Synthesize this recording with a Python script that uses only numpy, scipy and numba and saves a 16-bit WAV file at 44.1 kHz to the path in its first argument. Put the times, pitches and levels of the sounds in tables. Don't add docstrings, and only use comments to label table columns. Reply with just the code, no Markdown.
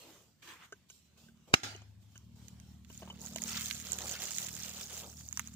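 import sys
import numpy as np
from scipy import signal
from scipy.fft import rfft, irfft, next_fast_len
from scipy.io import wavfile
from scipy.ndimage import uniform_filter1d
from numba import njit

SR = 44100
rng = np.random.default_rng(int(sys.argv[2]) if len(sys.argv) > 2 else 0)


def log_audio(samples):
    frames = np.atleast_2d(samples).T
    limited = np.clip(frames, -1, 1)
    pcm = np.round(limited * 32767).astype(np.int16)
    wavfile.write(sys.argv[1], SR, pcm)


N = 244962

# time in seconds, firing rate in Hz, level in dB, upper over lower multiples in dB.
ENGINE = [(0.1, 37.6, -80, -10), (1.1, 38.1, -77.5, -4), (1.3, 37.97, -74, 8), (1.75, 38.27, -64.5, -8.5),
          (2.05, 37.75, -63, -18), (2.3, 37.8, -61, -3.5), (2.7, 37.9, -57.5, -6),
          (3.35, 37.73, -63.5, 11.5), (4.05, 38.3, -56.5, -2.5), (4.28, 38.06, -67.5, 6),
          (4.55, 38.28, -58, 1.5), (4.9, 38.42, -61.5, -4), (5.15, 38.66, -56, -10.5),
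          (5.55, 38.1, -59.5, 2)]
LOWER_DB, UPPER_DB = [0, -4], [-6.5, -1.5, -3.5, -14.5]
# frequency in Hz, level in dB per Hz.
RUMBLE_COLOUR = [(20, -28.5), (38, -19.5), (58, -3.5), (76, -4.5), (193, -2), (323, -15.5), (400, -20.5),
                 (520, -50), (880, -120)]
RUMBLE_DB = -6.5
TRAFFIC_DB = -72

BAND_EDGES_HZ = [300, 1000, 3500, 16500]
# start in seconds, treble level in dB,
# hold in seconds, fall in dB per second, middle over treble in dB, low over treble in dB.
OPENINGS = [(0.0, -60, 0.14, 113, -2.5, -2), (0.419, -62.5, 0.11, 97, 4.5, -9.5),
            (0.469, -61.5, 0.04, 202, 7, -4), (0.594, -66, 0.051, 700, 8.5, -3.5),
            (0.885, -62, 0.061, 132, -22, -31), (1.17, -65, 0.062, 134, -8, -12),
            (1.472, -68, 0.17, 126, -1.5, 5.5), (2.008, -72, 0.17, 130, -6.5, -10),
            (2.352, -68, 0.36, 125, -4, -5.5)]
# frequency in Hz, level in dB per Hz.
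HISS_COLOUR = [(150, -55.5), (250, -7), (361, -7.5), (540, -9.5), (1250, -13), (1940, -15.5), (3060, -13),
               (4650, -18.5), (7200, -16.5), (9870, -28.5), (15000, -22), (16400, -38)]
# level in dB of the low, middle and treble band.
FAINT_DB = [-81.5, -77, -75.5]
HISS_SPAN_S, HISS_FLICKER_DB, OPENING_RISE_S = (0, 2.92), .6, 0.0079

# time in seconds, level in dB, body over click in dB, hollowness in dB,
# brightness in dB, husk ring in dB.
TAPS = [(0.7239, -38, -5.5, 15, -14, -11), (0.9, -43, -28, 9, -3.5, -2), (1.284, -54, -9, 22, -20, -10),
        (1.748, -44, -4, 7, -9, 14), (1.8184, -52.5, -3.5, -3, 3, 6), (2.156, -47.5, -32, -7, -11, -3),
        (2.9005, -48.5, -1, -3, -12, 4), (3.021, -50, 8.5, -1.5, -9, 9), (3.0283, -48, 6, -3, -11, -2),
        (3.0744, -53.5, 10.5, -9, -8, 4), (3.1, -40, -2.5, -23, -8, 14), (3.3592, -32, -4.5, -2, -7, 0)]
# frequency in Hz, level in dB,
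# time to fall 60 dB in seconds.
TAP_MODES = [(385, -0.5, 0.024), (652, 1.5, 0.017), (980, -4, 0.011), (1550, -2, 0.026),
             (2977, 14.5, 0.028), (6370, 23, 0.0091)]

# time in seconds, treble level in dB, middle over treble in dB.
POUR = [(2.85, -57.5, -9.5), (3.19, -65.5, 0.5), (3.23, -51.5, -13.5), (3.4, -52.5, -14),
        (3.52, -43.5, -1.5), (3.8, -47, -7.5), (4.15, -45.5, -2.5), (4.4, -45, -9), (4.7, -47.5, -3.5),
        (4.85, -50.5, -5.5), (5.0, -49.5, -9), (5.12, -55, -8), (5.27, -56, -14), (5.4, -59.5, -3),
        (5.55, -58.5, -7.5)]
# frequency in Hz, level in dB per Hz.
WATER_COLOUR = [(150, -60), (250, -12), (303, -17.5), (632, -15.5), (1070, -17.5), (1250, -11),
                (2150, -9.5), (2850, -7), (4650, -2.5), (7080, 4), (8000, -2.5), (11400, -13.5), (15000, 2),
                (16400, -14)]
# start in seconds, level in dB, hold in seconds.
GURGLES = [(2.978, -65, 0.28), (3.324, -61, 0.078), (3.84, -55.5, 0.37), (4.49, -65, 0.3),
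           (4.848, -61.5, 0.16)]
GURGLE_RISE_S, GURGLE_FALL_DB_S = 0.071, 102
POUR_LOW_DB = -18.5
WATER_SPAN_S, WATER_FLICKER_DB = (2.86, 6), 1.2
WATER_LAG = 4

# time in seconds, level in dB,
# middle over treble in dB.
DROPS = [(1.763, -40, -22), (2.178, -38.5, -12), (2.483, -38, -5.5), (2.6, -43.5, -3.5), (2.848, -51.5, 7),
         (2.9465, -40, -31), (2.9767, -32.5, -35), (3.196, -48, -25), (3.216, -31, -20), (3.262, -27, -20),
         (3.325, -43, -10), (3.361, -23.5, -8), (3.384, -34, 5), (3.4194, -28, -6.5), (3.42, -20, -31),
         (3.438, -19.5, -21), (3.499, -38, -18), (3.6101, -29, 0.5), (3.6588, -25, -28), (3.685, -28, -14),
         (3.702, -30, 1), (3.7102, -28, 8.5), (3.728, -29, -20), (3.779, -38, -15), (3.8, -31, -1),
         (3.818, -39, -16), (3.874, -38, -10), (3.9198, -15.5, -21), (3.9318, -18, -25), (3.987, -25, -3.5),
         (4.0821, -29, -15), (4.094, -24.5, -22), (4.113, -26, -18), (4.124, -24, -25), (4.22, -28, 2),
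         (4.2383, -24, -9), (4.3074, -30.5, 3.5), (4.3184, -27, -20), (4.362, -30, -4), (4.384, -15.5, -11),
         (4.403, -33, -20), (4.426, -31, -25), (4.486, -33, 3.5), (4.5405, -35, -15), (4.552, -27, -22),
         (4.6342, -26, -22), (4.6477, -36, 7), (4.682, -32, -3), (4.872, -36, -12), (4.942, -34, -13),
         (5.2878, -27.5, -35), (5.311, -41, -6), (5.3274, -23, -16.5), (5.3734, -19, -10),
         (5.3948, -20, -1.5), (5.474, -29.5, -14)]
# time in seconds, centre of the slap's band in Hz.
DROP_MIDDLE = [(3.5, 2560), (4.7, 2680), (5.3, 1640)]
PING_HZ, PING_RISE_S, PING_T60_S = (6000, 7300), .0004, .006
SPRAY_DB, SPRAY_T60_S = -12, 0.017
SMALL_RATE, SMALL_DB, SMALL_SPREAD_DB = 110, 4, 4

DROP_SNAP, BLOW_SNAP = 8.3, 13
BLOW_S, BLOW_DB = 1.5394, -10
BITE_S, SPLIT_T60_S = .0015, .014
# frequency in Hz, half-width in Hz, level in dB before width scaling.
NUT = [(764, 130, -5.5), (1495, 64, 4.5), (2400, 65, -3), (2800, 45, 0), (3120, 50, -11.5), (3750, 110, -1),
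       (4590, 69, -6), (5810, 100, -2.5), (6940, 69, -2)]
# frequency in Hz, level in dB before the band-pass, time to fall 60 dB in seconds.
THUMP = [(137, -12, 0.012), (262, -18.5, 0.031), (393, -18, 0.033), (764, -23.5, 0.099), (102.5, -47.5, 3),
         (253, -42, 0.37)]
# frequency in Hz, level in dB per Hz.
YARD = [(88, -39), (150, -17), (292, -3.5), (497, -16), (845, -7.5), (1070, -20), (1410, -1.5),
        (1850, -8.5), (2690, -8), (6520, -11), (10600, -31.5), (14900, -30)]
YARD_DB, YARD_T60_S = -21, 0.37
YARD_NUT = 0.42

# frequency in Hz, left minus right in dB.
PORTS = [(60, -4.5), (110, 5.5), (200, -2.5), (380, 1), (700, 3), (1290, -3), (2380, 0.5), (4400, -3),
         (8120, -5), (15000, 1.5)]
TRIP, CEILING = 0.17, 0.52
DUCK_DB, CLAMP_S, HOLD_S = -21, 0.017, 0.095
SHELF_HZ, TOP_HZ = 15600, 16450


def undb(db):
    return 10 ** (np.asarray(db) / 20)


def unit(x):
    return x / np.sqrt(np.mean(x ** 2))


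def curves(table):
    s, *columns = np.transpose(table)
    return [np.interp(np.arange(N) / SR, s, c) for c in columns]


def on_hz(table, count):
    hz, value = np.transpose(table)
    bins_hz = np.arange(count // 2 + 1) * SR / count
    return np.interp(np.log(bins_hz + 1), np.log(hz + 1), value)


def colour(x, table):
    size = next_fast_len(x.shape[-1])
    return irfft(rfft(x, size) * undb(on_hz(table, size)), size)[..., :x.shape[-1]]


def band(x, lo_hz, hi_hz):
    return signal.sosfilt(signal.butter(3, [lo_hz, hi_hz], "band", fs=SR, output="sos"), x)


def pair(count, alike_hz):
    shared, *own = rng.standard_normal((3, count))
    bass = signal.lfilter(*signal.butter(1, alike_hz, fs=SR), shared)
    return bass + signal.lfilter(*signal.butter(1, alike_hz, "high", fs=SR), own)


def walk(rate):
    k = int(SR / rate)
    steps = np.repeat(rng.standard_normal(N // k + 1), k)
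    return 1.8 * uniform_filter1d(steps, k)[:N]


def swell(s, hold, rise, fall_db_s):
    t = np.arange(N) / SR - s
    return np.clip(t / rise + (s <= 0), 0, 1) * undb(-fall_db_s * np.maximum(t - rise - hold, 0))


def ring(modes, seconds, extra_db):
    t = np.arange(int(seconds * SR)) / SR
    return sum(undb(db + extra) * np.sin(2 * np.pi * hz * t) * undb(-60 * t / t60)
               for (hz, db, t60), extra in zip(modes, extra_db))


def add(out, s, sound, pan_db=0., lag=0):
    left, right = np.broadcast_to(sound, (2, sound.shape[-1]))
    first = int(s * SR)
    for ch, x, i in ((0, left * undb(pan_db), first), (1, right, first + lag)):
        out[ch, i:i + len(x)] += x[:N - i]


def patchy(x, spread_db):
    cells = signal.stft(x, nperseg=512)[2]
    field = uniform_filter1d(rng.standard_normal(cells.shape[1:]), size=3, axis=0)
    field = uniform_filter1d(field, size=16, axis=1)
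    return signal.istft(cells * undb(spread_db * unit(field)), nperseg=512)[1][:, :x.shape[1]]


@njit
def grains(count, start, hz, cycles, size, lag, glide):
    out = np.zeros((2, count + 2048))
    for g in range(len(start)):
        step, phase, a = 2 * np.pi * hz[g] / SR, 0., 1.
        fade = np.exp(-hz[g] / (cycles[g] * SR))
        for i in range(min(int(4 * cycles[g] * SR / hz[g]), 1500)):
            wave = a * np.sin(phase)
            out[0, start[g] + i + 16] += size[g, 0] * wave
            out[1, start[g] + i + 16 + lag[g]] += size[g, 1] * wave
            phase, a = phase + step * (1 + glide * (1 - a)), a * fade
    return out[:, 16:count + 16]


def patter(gains, span, spectrum, rate, spread_db, cycles, bed, flicker_db, alike_hz, lag):
    first, last = int(span[0] * SR), min(int(span[1] * SR), N)
    count = last - first
    tick = np.repeat(rng.random((int(rate * count / SR), 4)), repeats=3, axis=0).T
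    part = rng.random((tick.shape[1], 3)).T
    start = (tick[0] * (count - 100) + 60 * part[0]).astype(np.int64)
    hz = 300 * (13000 / 300) ** part[1]
    size = hz * undb(spread_db * np.minimum(-np.log(tick[1] + 1e-9), 3))
    sides = size[:, None] * undb(np.outer(tick[2] - .5, [8, -8]))
    turns = cycles * (.4 + 1.6 * part[2] ** 2)
    side_lag = (10 * tick[3] - 5 - lag).astype(np.int64)
    ticks = grains(count, start, hz, turns, sides, side_lag, .06)
    left, right = patchy(pair(count, alike_hz), spread_db=3)
    smooth = np.array([np.roll(left, lag), right])
    sound = colour(unit(ticks) + bed * smooth, spectrum)
    gush, out = walk(20), np.zeros((2, N))
    for lo, hi, gain in zip(BAND_EDGES_HZ, BAND_EDGES_HZ[1:], gains):
        level = gain * undb(flicker_db * (gush + walk(25.11)))
        out[:, first:last] += unit(band(sound, lo, hi)) * level[first:last]
    i = np.arange(N)
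    fade = np.minimum(i - first + (first == 0) * SR, last - i + (last == N) * SR)
    return out * np.clip(fade / 2000, 0, 1)


def engine():
    hz, lower_db, upper_db = curves(ENGINE)
    levels = [lower_db + db for db in LOWER_DB] + [lower_db + upper_db + db for db in UPPER_DB]
    turn = 2 * np.pi * np.cumsum(hz) / SR
    lines = sum(np.sqrt(2) * undb(db + 1.5 * walk(6)) * np.sin(k * turn + 0.23 * walk(3.3))
                for k, db in enumerate(levels, 2))
    together = np.sqrt(sum(undb(db) ** 2 for db in levels))
    rumble_level = np.hypot(undb(RUMBLE_DB) * together, undb(TRAFFIC_DB))
    rumble = unit(colour(pair(N, 260), RUMBLE_COLOUR)) * rumble_level
    return lines + rumble * (1 + 0.25 * np.cos(turn))


def background_hiss():
    power = undb(FAINT_DB)[:, None] ** 2
    for s, db, hold, fall_db_s, middle_db, low_db in OPENINGS:
        bands = undb([db + low_db, db + middle_db, db])
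        power = power + np.outer(bands, swell(s, hold, OPENING_RISE_S, fall_db_s)) ** 2
    return patter(np.sqrt(power), HISS_SPAN_S, HISS_COLOUR, rate=340, spread_db=4.5, cycles=1.9, bed=5,
                  flicker_db=HISS_FLICKER_DB, alike_hz=1150, lag=0)


def taps():
    out, t = np.zeros((2, N)), np.arange(int(.05 * SR)) / SR
    for s, db, body_db, hollow_db, bright_db, husk_db in TAPS:
        scrape = rng.standard_normal(len(t)) * undb(-60 * t / 0.038)
        scrape[0] += 3
        body_ring = ring(TAP_MODES[:3], .05, [hollow_db, 0, -hollow_db])
        body = band(signal.fftconvolve(scrape, body_ring)[:len(t)], 283, 3100)
        click_ring = ring(TAP_MODES[3:], .05, [-bright_db, husk_db, bright_db])
        click = signal.fftconvolve(scrape, click_ring)[:len(t)]
        click = click / abs(click).max() + 0.36 * band(scrape, 1650, 6200)
        add(out, s, undb(db) * (click + undb(body_db) * body / abs(body).max()), lag=5)
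    return out


def water():
    treble_db, middle_db = curves(POUR)
    low = undb(treble_db + POUR_LOW_DB) ** 2
    for s, db, hold in GURGLES:
        low = low + (undb(db) * swell(s, hold, GURGLE_RISE_S, GURGLE_FALL_DB_S)) ** 2
    gains = np.sqrt(low), undb(treble_db + middle_db), undb(treble_db)
    return patter(gains, WATER_SPAN_S, WATER_COLOUR, rate=900, spread_db=2.5, cycles=3.8, bed=.85,
                  flicker_db=WATER_FLICKER_DB, alike_hz=3940, lag=WATER_LAG)


def small_drops():
    first_s, seconds = 3.15, 2.4
    chance = rng.random((int(SMALL_RATE * seconds), 3)).T
    when = first_s + seconds * chance[0]
    stream_db = np.interp(when, *np.transpose(POUR)[:2])
    db = stream_db + SMALL_DB - SMALL_SPREAD_DB * np.log(1 - .98 * chance[1])
    return list(zip(when, db, -25 * chance[2]))


def drops():
    out, t = np.zeros((2, N)), np.arange(int(.025 * SR)) / SR
    for s, db, middle_db in DROPS + small_drops():
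        low, side = rng.random(2)
        ping_hz = PING_HZ[1] - (PING_HZ[1] - PING_HZ[0]) * low ** 2
        ping_gain = np.minimum(t / PING_RISE_S, undb(-60 * (t - PING_RISE_S) / PING_T60_S))
        ping = np.sin(2 * np.pi * ping_hz * t) * ping_gain
        burst = pair(len(t), 2630) * (undb(-60 * t / SPRAY_T60_S) + 0.21 * undb(-60 * t / 0.061))
        burst[:, 2] += DROP_SNAP
        slap_hz = np.interp(s, *np.transpose(DROP_MIDDLE))
        spray = band(burst, 6300, 17300)
        slap = band(burst, slap_hz / 1.7, slap_hz * 1.7)
        spray_gain = undb(SPRAY_DB) + undb(min(middle_db, 0))
        sound = ping + spray_gain * spray / abs(spray).max() + undb(middle_db) * slap / abs(slap).max()
        add(out, s, undb(db) * sound, pan_db=-10 + 3.3 * side, lag=-WATER_LAG)
    return out


def nut(x):
    return sum((-1) ** k * undb(db) * np.sqrt(300 / half_hz)
               * signal.lfilter(*signal.iirpeak(hz, hz / (2.0 * half_hz), SR), x)
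               for k, (hz, half_hz, db) in enumerate(NUT))


def yard():
    t = np.arange(SR) / SR
    echoes = colour(patchy(pair(SR, 410), spread_db=3), YARD)
    echoes = unit(unit(echoes) + YARD_NUT * unit(nut(echoes)))
    return undb(YARD_DB) * echoes * undb(-60 * t / YARD_T60_S)


def shell():
    t = np.arange(int(.07 * SR)) / SR - .01
    split = undb(-60 * np.maximum(t - .0008, 0) / SPLIT_T60_S)
    grit = pair(len(t), 2500) * np.where(t < 0, np.exp(t / BITE_S), split)
    grit[:, np.argmax(t >= 0)] += BLOW_SNAP
    crack = 0.28 * band(grit, 730, 8000) + .03 * grit + nut(grit)
    loudness = np.sqrt(np.mean(crack[:, abs(t - .001) < .002] ** 2))
    return undb(BLOW_DB) * crack / loudness


def blow():
    out = np.zeros((2, N))
    add(out, BLOW_S - .01, shell(), pan_db=-0.5, lag=11)
    thump = band(ring(THUMP, 2.5, np.zeros(len(THUMP))), 70, 2000)
    add(out, BLOW_S - .0007, thump, lag=14)
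    add(out, BLOW_S + 0.004, yard())
    return out


def scene():
    return engine() + background_hiss() + taps() + water() + drops() + blow()


def record(dry):
    x = np.array([colour(dry[ch], [(hz, db * (.5 - ch)) for hz, db in PORTS]) for ch in (0, 1)])
    over = np.flatnonzero(uniform_filter1d(abs(x).max(axis=0), size=40) > TRIP) / SR
    trips = over[np.diff(over, prepend=-1) > HOLD_S]
    t, gain_db = np.arange(N) / SR, np.zeros(N)
    for s in trips:
        gain_db += np.interp(t - s, [.004, CLAMP_S, HOLD_S - .002, HOLD_S], [0, DUCK_DB, DUCK_DB, 0])
    x = CEILING * np.tanh(x * undb(gain_db) / CEILING)
    x = colour(x, [(20, -14), (70, 0), (SHELF_HZ - 150, 0), (SHELF_HZ + 150, -14)])
    return signal.sosfilt(signal.ellip(10, .2, 80, TOP_HZ, fs=SR, output="sos"), x)


dry = scene()
out = record(dry)
log_audio(out)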